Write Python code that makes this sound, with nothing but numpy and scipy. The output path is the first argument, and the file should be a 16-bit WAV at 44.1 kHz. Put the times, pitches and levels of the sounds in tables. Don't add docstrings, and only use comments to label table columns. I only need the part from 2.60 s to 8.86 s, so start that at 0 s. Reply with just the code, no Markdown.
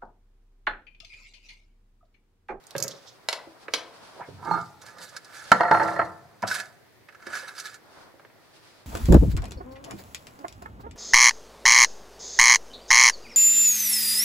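import sys
import numpy as np
from scipy import signal
from scipy.fft import rfft, irfft, next_fast_len
from scipy.io import wavfile
from scipy.ndimage import uniform_filter1d, map_coordinates

SR = 44100
rng = np.random.default_rng(int(sys.argv[2]) if len(sys.argv) > 2 else 0)


def dump(signal):
    limited = np.clip(np.atleast_2d(signal).T, -1, 1)
    pcm = np.round(limited * 32767).astype(np.int16)
    wavfile.write(sys.argv[1], SR, pcm)


def undo_db(level):
    steps = np.asarray(level, float) / 20
    return 10 ** steps


N = 276066
T = np.arange(SR * 2 // 5) / SR


def unit(x):
    return x / np.sqrt(np.mean(x ** 2) + 1e-20)


def along(points, hz):
    f, v = np.transpose(points)
    return np.interp(np.log(hz + 1), np.log(f + 1), v)


def curves(rows):
    s, *cols = np.transpose(rows)
    return [np.interp(np.arange(N) / SR, s, c, left=-150, right=-150) for c in cols]


def wobble(rate):
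    knots = rng.standard_normal(int(N * rate / SR) + 4)
    return map_coordinates(knots, [np.arange(N) * rate / SR])


def filtered(x, response):
    n = x.shape[-1]
    m = next_fast_len(n + min(n, SR // 2))
    return irfft(rfft(x, m) * response(np.fft.rfftfreq(m, 1 / SR)), m)[..., :n]


def colour(spectrum):
    def response(hz):
        cep = irfft(np.log(undo_db(along(spectrum, hz)) + 1e-6))
        cep[1:len(hz) - 1] *= 2
        cep[len(hz):] = 0
        return np.exp(rfft(cep))
    return response


def resonant(peaks):
    def response(f):
        total = 0
        for k, (hz, width, db) in enumerate(peaks):
            total = total + (-1) ** k * undo_db(db) * 1j * f * width / (hz * hz - f * f + 1j * f * width)
        return total
    return response


def steep(peaks):
    top_hz = 1.2 * max(p[0] for p in peaks)
    return lambda f: resonant(peaks)(f) / (1 + 1.2j * f / top_hz - (f / top_hz) ** 2)


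def ringing(spectrum, hz, width_hz, boost_db):
    return lambda f: colour(spectrum)(f) * (1 + undo_db(boost_db) * resonant([(hz, width_hz, 0)])(f))


def widths(modes):
    return [(hz, np.log(1000) / np.pi / t60, db) for hz, db, t60 in modes]


def burst(response, t60):
    n = SR // 5
    push = undo_db(-60 * T[:n] / t60) * rng.standard_normal(n)
    push[0] = 1.36
    x = filtered(push, response)
    return x / np.abs(x).max()


def ring(modes, free, spread_db, detune):
    x = np.zeros(len(T))
    for hz, db, t60 in modes:
        luck, shift = rng.standard_normal(2)
        decay = undo_db(db + spread_db * luck - 60 * T / (free * t60))
        x += decay * np.sin(2 * np.pi * hz * (1 + detune * shift) * T)
    x *= 1 - np.exp(-T / 0.0009)
    return x / np.abs(x).max()


def add(track, s, sound):
    part = track[round(s * SR):][:len(sound)]
    part += sound[:len(part)]


def gritty(rate, depth_db):
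    return undo_db(depth_db * wobble(rate)) * rng.standard_normal(N)


def patchy(x, patchy_db):
    z = signal.stft(x, nperseg=256)[2]
    field = uniform_filter1d(rng.standard_normal(z.shape), size=4, axis=0)
    field = uniform_filter1d(field, size=8, axis=1)
    return signal.istft(z * undo_db(patchy_db * unit(field)), nperseg=256)[1][:N]


def strokes(rows, slower=1):
    t = np.arange(0, N / SR, 0.001)
    gain = np.zeros(len(t))
    for s, db, rise, fall in rows:
        away = np.where(t < s, (s - t) / rise, (t - s) / fall)
        gain += undo_db(db - 20 / slower * away)
    return np.interp(np.arange(N) / SR, t, gain)


def first(rows):
    return [row[:4] for row in rows]


def second(rows):
    return [(s, db + rel_db, rise, fall) for s, db, rise, fall, rel_db in rows]


def contacts(rows, modes, gain_db, spread_db):
    near_db, near_octaves = 9, 0.089
    stifle_db, stifle_s = 7, 0.006
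    out = np.zeros(N)
    next_s = [row[0] for row in rows[1:]] + [N / SR]
    for (s, db, free, near_hz), after_s in zip(rows, next_s):
        struck = []
        for hz, level, t60 in modes:
            octaves = np.log2(hz / near_hz)
            struck.append((hz, level + near_db * np.exp(-(octaves / near_octaves) ** 2), t60))
        stifled = undo_db(-stifle_db * np.clip((T - after_s + s) / stifle_s, 0, 1))
        add(out, s, undo_db(db + gain_db) * stifled * ring(struck, free, spread_db, detune=0.003))
    return out


def sliding(pressure, modes, free, depth_db):
    body = steep(widths([(hz, db, free * t60) for hz, db, t60 in modes]))
    grit = gritty(90, depth_db)
    played, steady = filtered(np.array([pressure * grit, grit]), body)
    return played / np.std(steady)


# start in seconds, peak in dB, crack in dB, share of free ringing time,
# pitch in Hz of the modes nearest the contact.
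TIN_BLOWS = [(2.917, 3, -11.5, 0.2, 1382), (2.946, -13.5, -41.5, .9, 1360), (3.007, -5.5, -21, 0.66, 705),
             (3.033, -10, -21.5, 0.74, 700), (3.050, -12.5, -36, 0.96, 730), (3.081, -14, -38.5, 0.71, 754),
             (3.112, -1, -24, 1.03, 885), (3.145, -6, -36.5, 0.49, 719), (3.172, -12, -34.5, 0.3, 890),
             (3.197, -8.5, -37, .6, 925), (3.214, -12, -34.5, 0.57, 890), (3.223, -12, -44.5, 2.6, 325),
             (3.241, -20, -28, 0.46, 1900), (3.257, -16, -38.5, 1, 1340), (3.282, -14.5, -28, 0.31, 690),
             (3.313, -20, -31, 0.35, 1915), (3.361, -17.5, -41, 1.1, 587), (3.392, -7.5, -30, 0.56, 665),
             (3.415, -11.5, -40.5, 0.37, 1327)]
# pitch in Hz, level in dB, t60 in seconds.
TIN_LYING = [(176.3, -8, 0.186), (328, -11, 0.415), (452, -14.5, 0.34), (508.6, -9, 0.19),
             (585.6, -6.5, .15), (681, -8, 0.24), (707.6, -4, 0.41), (838, -12, 0.044), (887.5, -3.5, 0.31),
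             (973, -15.5, 0.037), (1087, -12, 0.083), (1167, -11.5, 0.143), (1231, -5.5, 0.15),
             (1359, -4, 0.29), (1410, -13, 0.15), (1516, -17, 0.33), (1570, -26, 0.12), (1755, -10.5, 0.44),
             (1916, -11, 0.12), (2120, -25, 0.35), (2747, -27, 0.12), (4264, -26, 0.36)]
# pitch in Hz, level in dB, t60 in seconds.
TIN_RIM = [(6520, -2.5, 0.32), (7430, -4, 0.1)]
# time in seconds, level in dB.
TIN_PUSH = [(2.93, -21.5), (3.0, -31), (3.06, -26), (3.1, -39.5), (3.14, -22), (3.3, -29), (3.38, -44),
            (3.44, -35), (3.5, -43)]


def tin_down():
    out = sliding(undo_db(curves(TIN_PUSH)[0] - 1), TIN_LYING, free=0.725, depth_db=8)
    rows = [(s, db, free, hz) for s, db, _, free, hz in TIN_BLOWS]
    out += contacts(rows, TIN_LYING, gain_db=-6, spread_db=2)
    damped_blow = steep([(770, 480, 0), (1312, 500, 0.59), (1900, 130, 0.5)])
    for s, db, crack_db, *_ in TIN_BLOWS:
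        add(out, s, undo_db(db - 4) * burst(damped_blow, 0.051))
        add(out, s, undo_db(db + crack_db) * burst(colour(HARD_CRACK), 0.027))
        add(out, s, undo_db(db + crack_db - 31.5) * ring(TIN_RIM, 1, spread_db=4, detune=0.002))
    return out


# pitch in Hz, level in dB, t60 in seconds.
TIN_HELD = [(170.5, -1.5, 0.38), (246, -9.5, 0.16), (328, -5.5, 0.11), (444, -11, 0.1), (499, -12.5, 0.14),
            (682, -6.5, 0.33), (800, -3, 0.093), (911, -4, 0.14), (987, -4, 0.15), (1200, -17, 0.012),
            (1214.5, 0.5, 0.33), (1325, -5.5, 0.29), (1398, -1.5, 0.34), (1553, -8.5, 0.15),
            (1713, -17, 0.073), (1800, -23, 0.053), (2176, -18.5, 0.13), (2720, -32, .15),
            (4400, -33, 0.081)]
# peak in seconds, level in dB, rise in seconds, fall in seconds.
TIN_DRAG = [(1.79, -47.5, 0.018, 0.043), (1.875, -28.5, 0.039, 0.092), (1.95, -31, 0.053, 0.071),
            (2.015, -50, 0.053, 0.012)]
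# peak in seconds, level in dB, rise and fall in seconds.
TIN_CARRY = [(2.26, -51.5, 0.092, 0.21), (2.42, -47, 0.12, 0.019), (2.55, -52.5, 0.11, 0.048),
             (2.88, -53, 0.44, 0.026)]
# start in seconds, peak in dB,
# pitch in Hz of the modes nearest the contact, thump relative to it in dB.
RIM_JOLTS = [(1.828, -33.5, 944, -14), (1.856, -29, 900, -8), (1.876, -34, 950, -12),
             (1.894, -30, 900, -12), (1.9115, -17, 1205, 3.5), (1.94, -19, 1250, -7),
             (1.975, -22.5, 1360, -12), (2.033, -54, 850, -6)]


def tin_out():
    out = sliding(strokes(TIN_DRAG), TIN_HELD, free=0.77, depth_db=-1)
    out += sliding(strokes(TIN_CARRY), TIN_LYING, free=0.6, depth_db=5.5)
    rows = [(s, db, 0.63, hz) for s, db, hz, _ in RIM_JOLTS]
    out += contacts(rows, TIN_HELD, gain_db=0.5, spread_db=4.5)
    thump = [(874, 6.5, 0.056), (1290, -2, 0.051), (4220, -27.5, 0.23)]
    for s, db, _, thump_db in RIM_JOLTS:
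        add(out, s, undo_db(db + thump_db) * ring(thump, 0.9, spread_db=5, detune=0.014))
    return out


def tin():
    return tin_down() * undo_db([[-1.5], [1.5]]) + tin_out() * undo_db([[-3.5], [2.5]])


# start in seconds, peak in dB, ring in Hz, t60 in seconds,
# left over right in dB.
LANDINGS = [
    (0.687, -9.5, 2010, 0.011, -3.5),
    (0.728, -17, 2080, 0.021, -4.5),
    (1.137, -9, 2330, 0.037, -3.5),
]
# frequency in Hz, level in dB per Hz.
HARD_CRACK = [(120, -47.5), (200, -20.5), (600, -5.5), (1000, -4), (1780, -9), (2800, -6.5), (3500, -4.5),
              (4800, -5), (8500, -21), (10200, -19), (15500, -36.5)]


def drops():
    out = np.zeros((2, N))
    for s, db, hz, t60, pan_db in LANDINGS:
        crack = undo_db(-20.5) * ring([(hz, 0, 0.06)], 1, spread_db=1.2, detune=0.0022)
        add(crack, 0, burst(colour(HARD_CRACK), t60))
        add(out[0], s, undo_db(db + pan_db / 2) * crack)
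        add(out[1], s, undo_db(db - pan_db / 2) * crack)
    return out


# start in seconds, peak in dB, ring in Hz.
PRONG_TICKS = [(0.0386, -49, 4200), (0.068, -38.5, 8600), (0.1073, -36.5, 4330), (0.164, -28, 4080),
               (0.181, -18.5, 5870), (0.2017, -23, 5440), (0.2252, -13.5, 6520), (0.237, -19, 6590),
               (0.28, -20.5, 5500)]
# frequency in Hz, level in dB per Hz.
SOCKET_CLICK = [(880, -30), (1500, -23), (1690, -39), (2640, -9), (2860, -15), (6690, 0), (8970, -9.5),
                (13100, -4.5), (14500, -17.5), (15500, -17.5)]
# peak in seconds, level in dB, rise and fall in seconds.
CABLE_DRAG = [
    (0.316, -37.5, 0.035, 0.078),
    (0.494, -47.5, 0.052, 0.044),
]
# pitch in Hz, width in Hz, level in dB.
CABLE_SHEATH = [(3500, 460, -1), (4600, 930, -3), (5260, 640, 0), (6340, 1200, -6)]


def plug():
    scrape = unit(filtered(patchy(gritty(51.1, depth_db=5), patchy_db=1), resonant(CABLE_SHEATH)))
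    out = undo_db(-0.5) * strokes(CABLE_DRAG) * scrape * undo_db([[-3.5], [3]])
    for s, db, hz in PRONG_TICKS:
        prong = burst(steep([(hz, 900, 0), (0.76 * hz, 1500, -10)]), 0.024)
        for side, ring_db, click_db in zip(out, (-6, 0.5), (-8, 2)):
            add(side, s, undo_db(db + ring_db) * prong)
            add(side, s, undo_db(db + click_db) * burst(colour(SOCKET_CLICK), 0.016))
    return out


# peak in seconds, level in dB, rise in seconds, fall in seconds,
# cup air relative to the rustle in dB.
LINER_RUB = [(2.22, -42.5, 0.013, 0.03, 0), (2.263, -44, 0.013, 0.11, 4), (2.424, -37, 0.043, 0.12, -3),
             (2.568, -43.5, 0.023, 0.018, 8.5), (2.759, -42, .12, 0.37, 3.5),
             (3.875, -28.5, 0.0064, .16, -3.5), (3.954, -30, 0.074, 0.027, 2),
             (4.003, -33, .045, 0.015, 7.5), (4.03, -61, 0.011, 0.085, 19), (4.762, -33.5, 0.1, 0.13, 5.5),
             (4.885, -37, 0.016, 0.029, 4.5), (4.995, -34.5, 0.057, 0.04, -0.5),
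             (5.061, -35.5, 0.037, 0.087, 1.5), (5.14, -48.5, 0.014, 0.03, -6)]
# peak in seconds, level in dB, rise and fall in seconds.
LINER_SHAKE = [(1.849, -56, 0.056, 0.039), (1.929, -45, 0.12, 0.28), (3.13, -46, 0.008, 0.57),
               (3.298, -48.5, 0.47, 0.1), (3.342, -54, .05, 0.1), (3.452, -77, .03, 0.052)]
# frequency in Hz, level in dB per Hz.
PAPER_RUSTLE = [(1180, -31), (2000, -13.5), (2600, -12.5), (3150, -8.5), (3700, -1.5), (4970, -0.5),
                (5360, -3.5), (5880, -3.5), (11200, -11), (15000, -23.5)]
# pitch in Hz, width in Hz, level in dB.
CUP_AIR = [(1273, 300, -1.5), (1515, 100, 7.5), (1700, 44, 9), (2130, 970, -5.5), (688, 450, -12)]


def rustle():
    clumps = undo_db(0.51 * wobble(70) + 2.05 * wobble(500))
    folds = unit(filtered(patchy(clumps * rng.standard_normal(N), patchy_db=2.5), colour(PAPER_RUSTLE)))
    hollow = unit(filtered(clumps * rng.standard_normal(N), steep(CUP_AIR)))
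    rubbing = strokes(first(LINER_RUB) + LINER_SHAKE)
    lingering = strokes(second(LINER_RUB), slower=1.2)
    return undo_db(-7.5) * (rubbing * folds + lingering * hollow)


# start in seconds, peak in dB, cup air relative to it in dB.
PLEAT_SNAPS = [(2.2169, -40, -13), (2.2633, -42.5, -19), (2.3842, -40, 0), (2.4917, -40.5, -12.5),
               (2.5647, -27.5, -2), (2.6462, -40, -15), (3.822, -34.5, -2), (3.8758, -28, -12),
               (3.913, -26, 4), (3.953, -35, 9.5), (4, -25.5, 0), (4.4865, -49.5, 15.5), (4.524, -56, 11),
               (4.547, -51.5, 12.5), (4.597, -60, 12), (4.6234, -49.5, 13), (4.6667, -36, 9),
               (4.732, -39.5, 16), (4.7522, -30.5, 4.5), (4.7893, -35, -16.5), (4.8299, -52.5, 17),
               (4.8842, -45, -8), (4.9806, -29.5, -3), (4.999, -25.5, -8.5), (5.056, -36, 2),
               (5.143, -37, 1.5)]
# start in seconds, peak in dB.
PLEAT_TICKS = [(1.85, -38.5), (2.013, -41.5), (2.057, -46), (3.232, -34), (3.2766, -37), (3.2984, -42),
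               (3.334, -40.5), (3.4512, -43.5)]


def snaps():
    out, t60_s = np.zeros(N), 0.055
    for s, db, *_ in PLEAT_SNAPS + PLEAT_TICKS:
        hz = 5430 * np.exp(0.12 * rng.standard_normal())
        add(out, s, undo_db(db) * burst(ringing(PAPER_RUSTLE, hz, width_hz=1300, boost_db=1.5), t60_s))
    for s, db, cup_db in PLEAT_SNAPS:
        add(out, s, undo_db(db + cup_db - 2) * burst(steep(CUP_AIR), t60_s))
    return out


# start in seconds, level in dB, length in seconds, pitch in Hz.
FOLD_SQUEAKS = [(3.9125, -20, .011, 1530), (3.952, -30, 0.0092, 1550), (4.731, -34, .006, 1606),
                (4.744, -35, .004, 1600)]


def squeaks():
    out = np.zeros(N)
    for s, db, length_s, hz in FOLD_SQUEAKS:
        gate = np.clip(1 + (length_s - T) / 0.0035, 0, 1)
        add(out, s, undo_db(db) * gate * np.sin(2 * np.pi * hz * T))
    return out


# start in seconds, peak in dB, pitch in Hz.
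SOFT_KNOCKS = [(0.87, -38, 328), (1.084, -48, 640), (1.607, -31, 730), (1.684, -33.5, 270),
               (3.8269, -21.5, 986), (3.836, -16, 718), (4.667, -32.5, 343), (4.827, -40, 527),
               (5.369, -45, 328), (5.539, -43.5, 322)]


def knocks():
    out, t60_s = np.zeros(N), 0.095
    for s, db, hz in SOFT_KNOCKS:
        puff = steep([(hz, 0.053 * hz, 0), (0.17 * hz, 0.13 * hz, -8), (1.7 * hz, 0.42 * hz, -9)])
        add(out, s, undo_db(db - 4.5) * ring([(hz, 0, t60_s)], 0.72, spread_db=1, detune=0.002))
        add(out, s, undo_db(db - 2) * burst(puff, t60_s))
    return out


# start in seconds, peak in dB.
SHELL_RATTLE = [(0.151, -21), (0.168, -37.5), (0.183, -34), (0.197, -31.5), (0.216, -30), (0.241, -29),
                (0.266, -32.5), (0.29, -35), (0.31, -41), (0.335, -37)]
# start in seconds, peak in dB.
NAIL_TAPS = [(1.082, -25.5), (5.596, -40), (5.649, -40), (5.7, -45.5)]


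def rattle_and_taps():
    out = np.zeros(N)
    shell = steep([(573, 70, 0), (145, 60, 1), (1400, 1800, -14)])
    wall = steep([(556, 610, 3.5), (2030, 2900, -5.5)])
    for s, db in SHELL_RATTLE:
        add(out, s, undo_db(db) * burst(shell, 0.08))
    for s, db in NAIL_TAPS:
        add(out, s, undo_db(db) * burst(wall, 0.037))
    return out


# start in seconds, peak in dB, pitch in Hz.
WEIGHT_THUDS = [
    (0.163, -29, 144),
    (2.917, -12.5, 199.3),
    (3.11, -20, 173),
    (3.39, -41, 179),
    (3.828, -24.5, 188),
]
# peak in seconds, level in dB, rise and fall in seconds.
COUNTER_BOOM = [(0.15, -51, 0.0085, 0.11), (1.15, -50, 0.076, 0.11), (1.69, -40.5, 0.013, 0.72),
                (4.68, -56, .01, 0.23), (1.936, -46.5, 0.39, .2), (2.94, -35.5, 0.0056, 0.013),
                (3.04, -49.5, 0.12, 0.2), (3.12, -37.5, 0.027, 0.69), (3.3, -42.5, 0.2, 0.047),
                (3.402, -37.5, 0.023, 0.098), (3.84, -34, 0.0081, 0.036), (3.96, -53, 0.12, 0.061)]
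# pitch in Hz, width in Hz, level in dB.
COUNTER_TOP = [(88.6, 29, 3), (134, 75, -1.5), (188, 32, -2)]


def counter():
    t60_s = 0.094
    boom = unit(filtered(gritty(30, depth_db=1.5), steep(COUNTER_TOP)))
    out = undo_db(-1.5) * strokes(COUNTER_BOOM) * boom
    for s, db, hz in WEIGHT_THUDS:
        notes = [(hz, 0, t60_s), (1.14 * hz, -5, t60_s)]
        add(out, s, undo_db(db) * ring(notes, 0.66, spread_db=0, detune=0.012))
    return out


# time in seconds, level in dB, pitch in Hz.
CABLE_SWISH = [(1.55, -52, 393.6), (1.59, -46, 655), (1.612, -38.5, 791), (1.63, -41, 1500),
               (1.645, -48.5, 1900), (1.68, -76, 1830)]


def swish():
    db, hz = curves(CABLE_SWISH)
    slow = unit(filtered(rng.standard_normal(N), lambda f: 1 / (1 + (f / 330) ** 2)))
    carrier = np.sin(2 * np.pi * np.cumsum(np.abs(hz)) / SR)
    return np.sqrt(2) * undo_db(db) * slow * carrier


# left delay in seconds, right delay in seconds, level in dB.
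NEAR_WALLS = [(.0013, .0019, -14), (.0031, 0.0023, -8.5), (.0052, 0.0054, -19), (.0093, 0.0075, -10)]


def walls(x):
    def echo(hz):
        total = 1
        for left, right, db in NEAR_WALLS:
            total = total + undo_db(db) * np.exp(-2j * np.pi * hz * np.array([[left], [right]]))
        return total
    return filtered(x, echo)


# frequency in Hz, t60 in seconds.
ROOM_T60 = [(100, 0.37), (600, 0.77), (2000, 0.36), (6000, 0.22), (14000, 0.22)]


def room(x):
    out, step = np.zeros((2, N)), SR // 4
    for start in range(0, N, step):
        hz, t, z = signal.stft(rng.standard_normal((2, SR // 2)), SR, nperseg=256)
        decay = undo_db(-60 * t / along(ROOM_T60, hz)[:, None])
        tail = signal.istft(z * decay, SR, nperseg=256)[1]
        tail = 0.67 * tail[:1] + 0.5 * tail
        tail = tail / np.linalg.norm(tail[0])
        wet = signal.fftconvolve(x[None, start:start + step], tail, axes=1)
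        for side in range(2):
            add(out[side], start / SR + 0.004, wet[side])
    return out


# frequency in Hz, left-right correlation.
PORTS_ALIKE = [(60, 0.11), (240, 0.021), (950, 0.46), (3770, -0.064), (15000, 0.082)]


def rush(spectrum):
    def mid_side(hz):
        turn = np.arccos(np.clip(along(PORTS_ALIKE, hz), -1, 1)) / 2
        return undo_db(along(spectrum, hz)) * [np.cos(turn), np.sin(turn)]
    mid, side = filtered(rng.standard_normal((2, N)), mid_side)
    return unit(np.array([mid + side, mid - side]))


# peak in seconds, level
# in dB, rise in seconds, fall in seconds, hiss relative to the body of the sound in dB.
SLEEVE_MOVES = [(0.15, -61, 0.27, 0.64, -1), (1.499, -52.5, 2, 0.59, -2.5), (2.5, -68.5, 0.88, 0.78, -13),
                (2.969, -50, 0.39, 0.15, 3), (3.12, -40, 0.079, 0.44, -23), (3.3, -42, 0.13, 0.26, -27),
                (3.979, -54.5, 0.21, 0.19, -12.5), (4.7, -48, 0.13, 0.44, -12),
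                (5.418, -52, 0.24, 0.13, -4), (5.964, -71, 0.25, 0.07, 13), (6.076, -66, 0.16, 0.33, 9.5),
                (6.0, -64.5, 4.6, 5.2, -19)]
# frequency in Hz, level in dB per Hz.
CLOTH_BODY = [(88, -35), (150, -8), (701, 1.5), (789, 0.5), (1490, -1.5), (2620, -23), (3500, -41.5),
              (4550, -71), (7700, -120)]
# frequency in Hz, level in dB per Hz.
CLOTH_HISS = [(1470, -5.5), (2500, -3.5), (2870, -4.5), (4820, -2.5), (6690, -11.5), (10300, -14),
              (15500, -39)]
# frequency in Hz, level in dB per Hz.
ROOM_TONE = [(15, -47), (25, -25.5), (70, -11), (116, 0.5), (194, -8.5), (390, -3), (1350, -17),
             (1860, -9.5), (2860, -19.5), (4650, -19), (7150, -27), (13700, -26), (15600, -25.5)]


def background():
    cloth = strokes(first(SLEEVE_MOVES)) * undo_db(2 * wobble(32)) * rush(CLOTH_BODY)
    hiss = strokes(second(SLEEVE_MOVES)) * undo_db(2.2 * wobble(25)) * rush(CLOTH_HISS)
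    return cloth + hiss + undo_db(-59 + 0.8 * wobble(1.9)) * rush(ROOM_TONE)


def scene():
    steel, landing, socket = tin(), drops(), plug()
    liner = rustle() + snaps() + squeaks()
    soft = knocks() + rattle_and_taps() + counter() + swish()
    near = socket + landing + steel
    near += soft * undo_db([[-1.5], [1.5]]) + liner * undo_db([[-2.5], [2.2]])
    wet = undo_db(-10.5) * (socket.mean(axis=0) + soft) + undo_db(-5) * landing.mean(axis=0)
    wet += undo_db(-15) * steel.mean(axis=0) + undo_db(-24) * liner
    heard = undo_db(-0.5) * walls(near) + room(wet)
    low_cut = lambda hz: (1j * hz / (90 + 1j * hz)) ** 3
    return filtered(heard, low_cut) + background()


def low_pass(x):
    return signal.sosfilt(signal.butter(12, 15770, fs=SR, output="sos"), x)


def record(dry):
    lag_s, top_hz = np.array([[1], [-1]]) * 0.9e-5, 15900
    x = filtered(dry, lambda hz: np.exp(-2j * np.pi * hz * lag_s) * (hz < top_hz))
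    return low_pass(np.clip(x, -1, 1))


dry = scene()
out = record(dry)
dump(out)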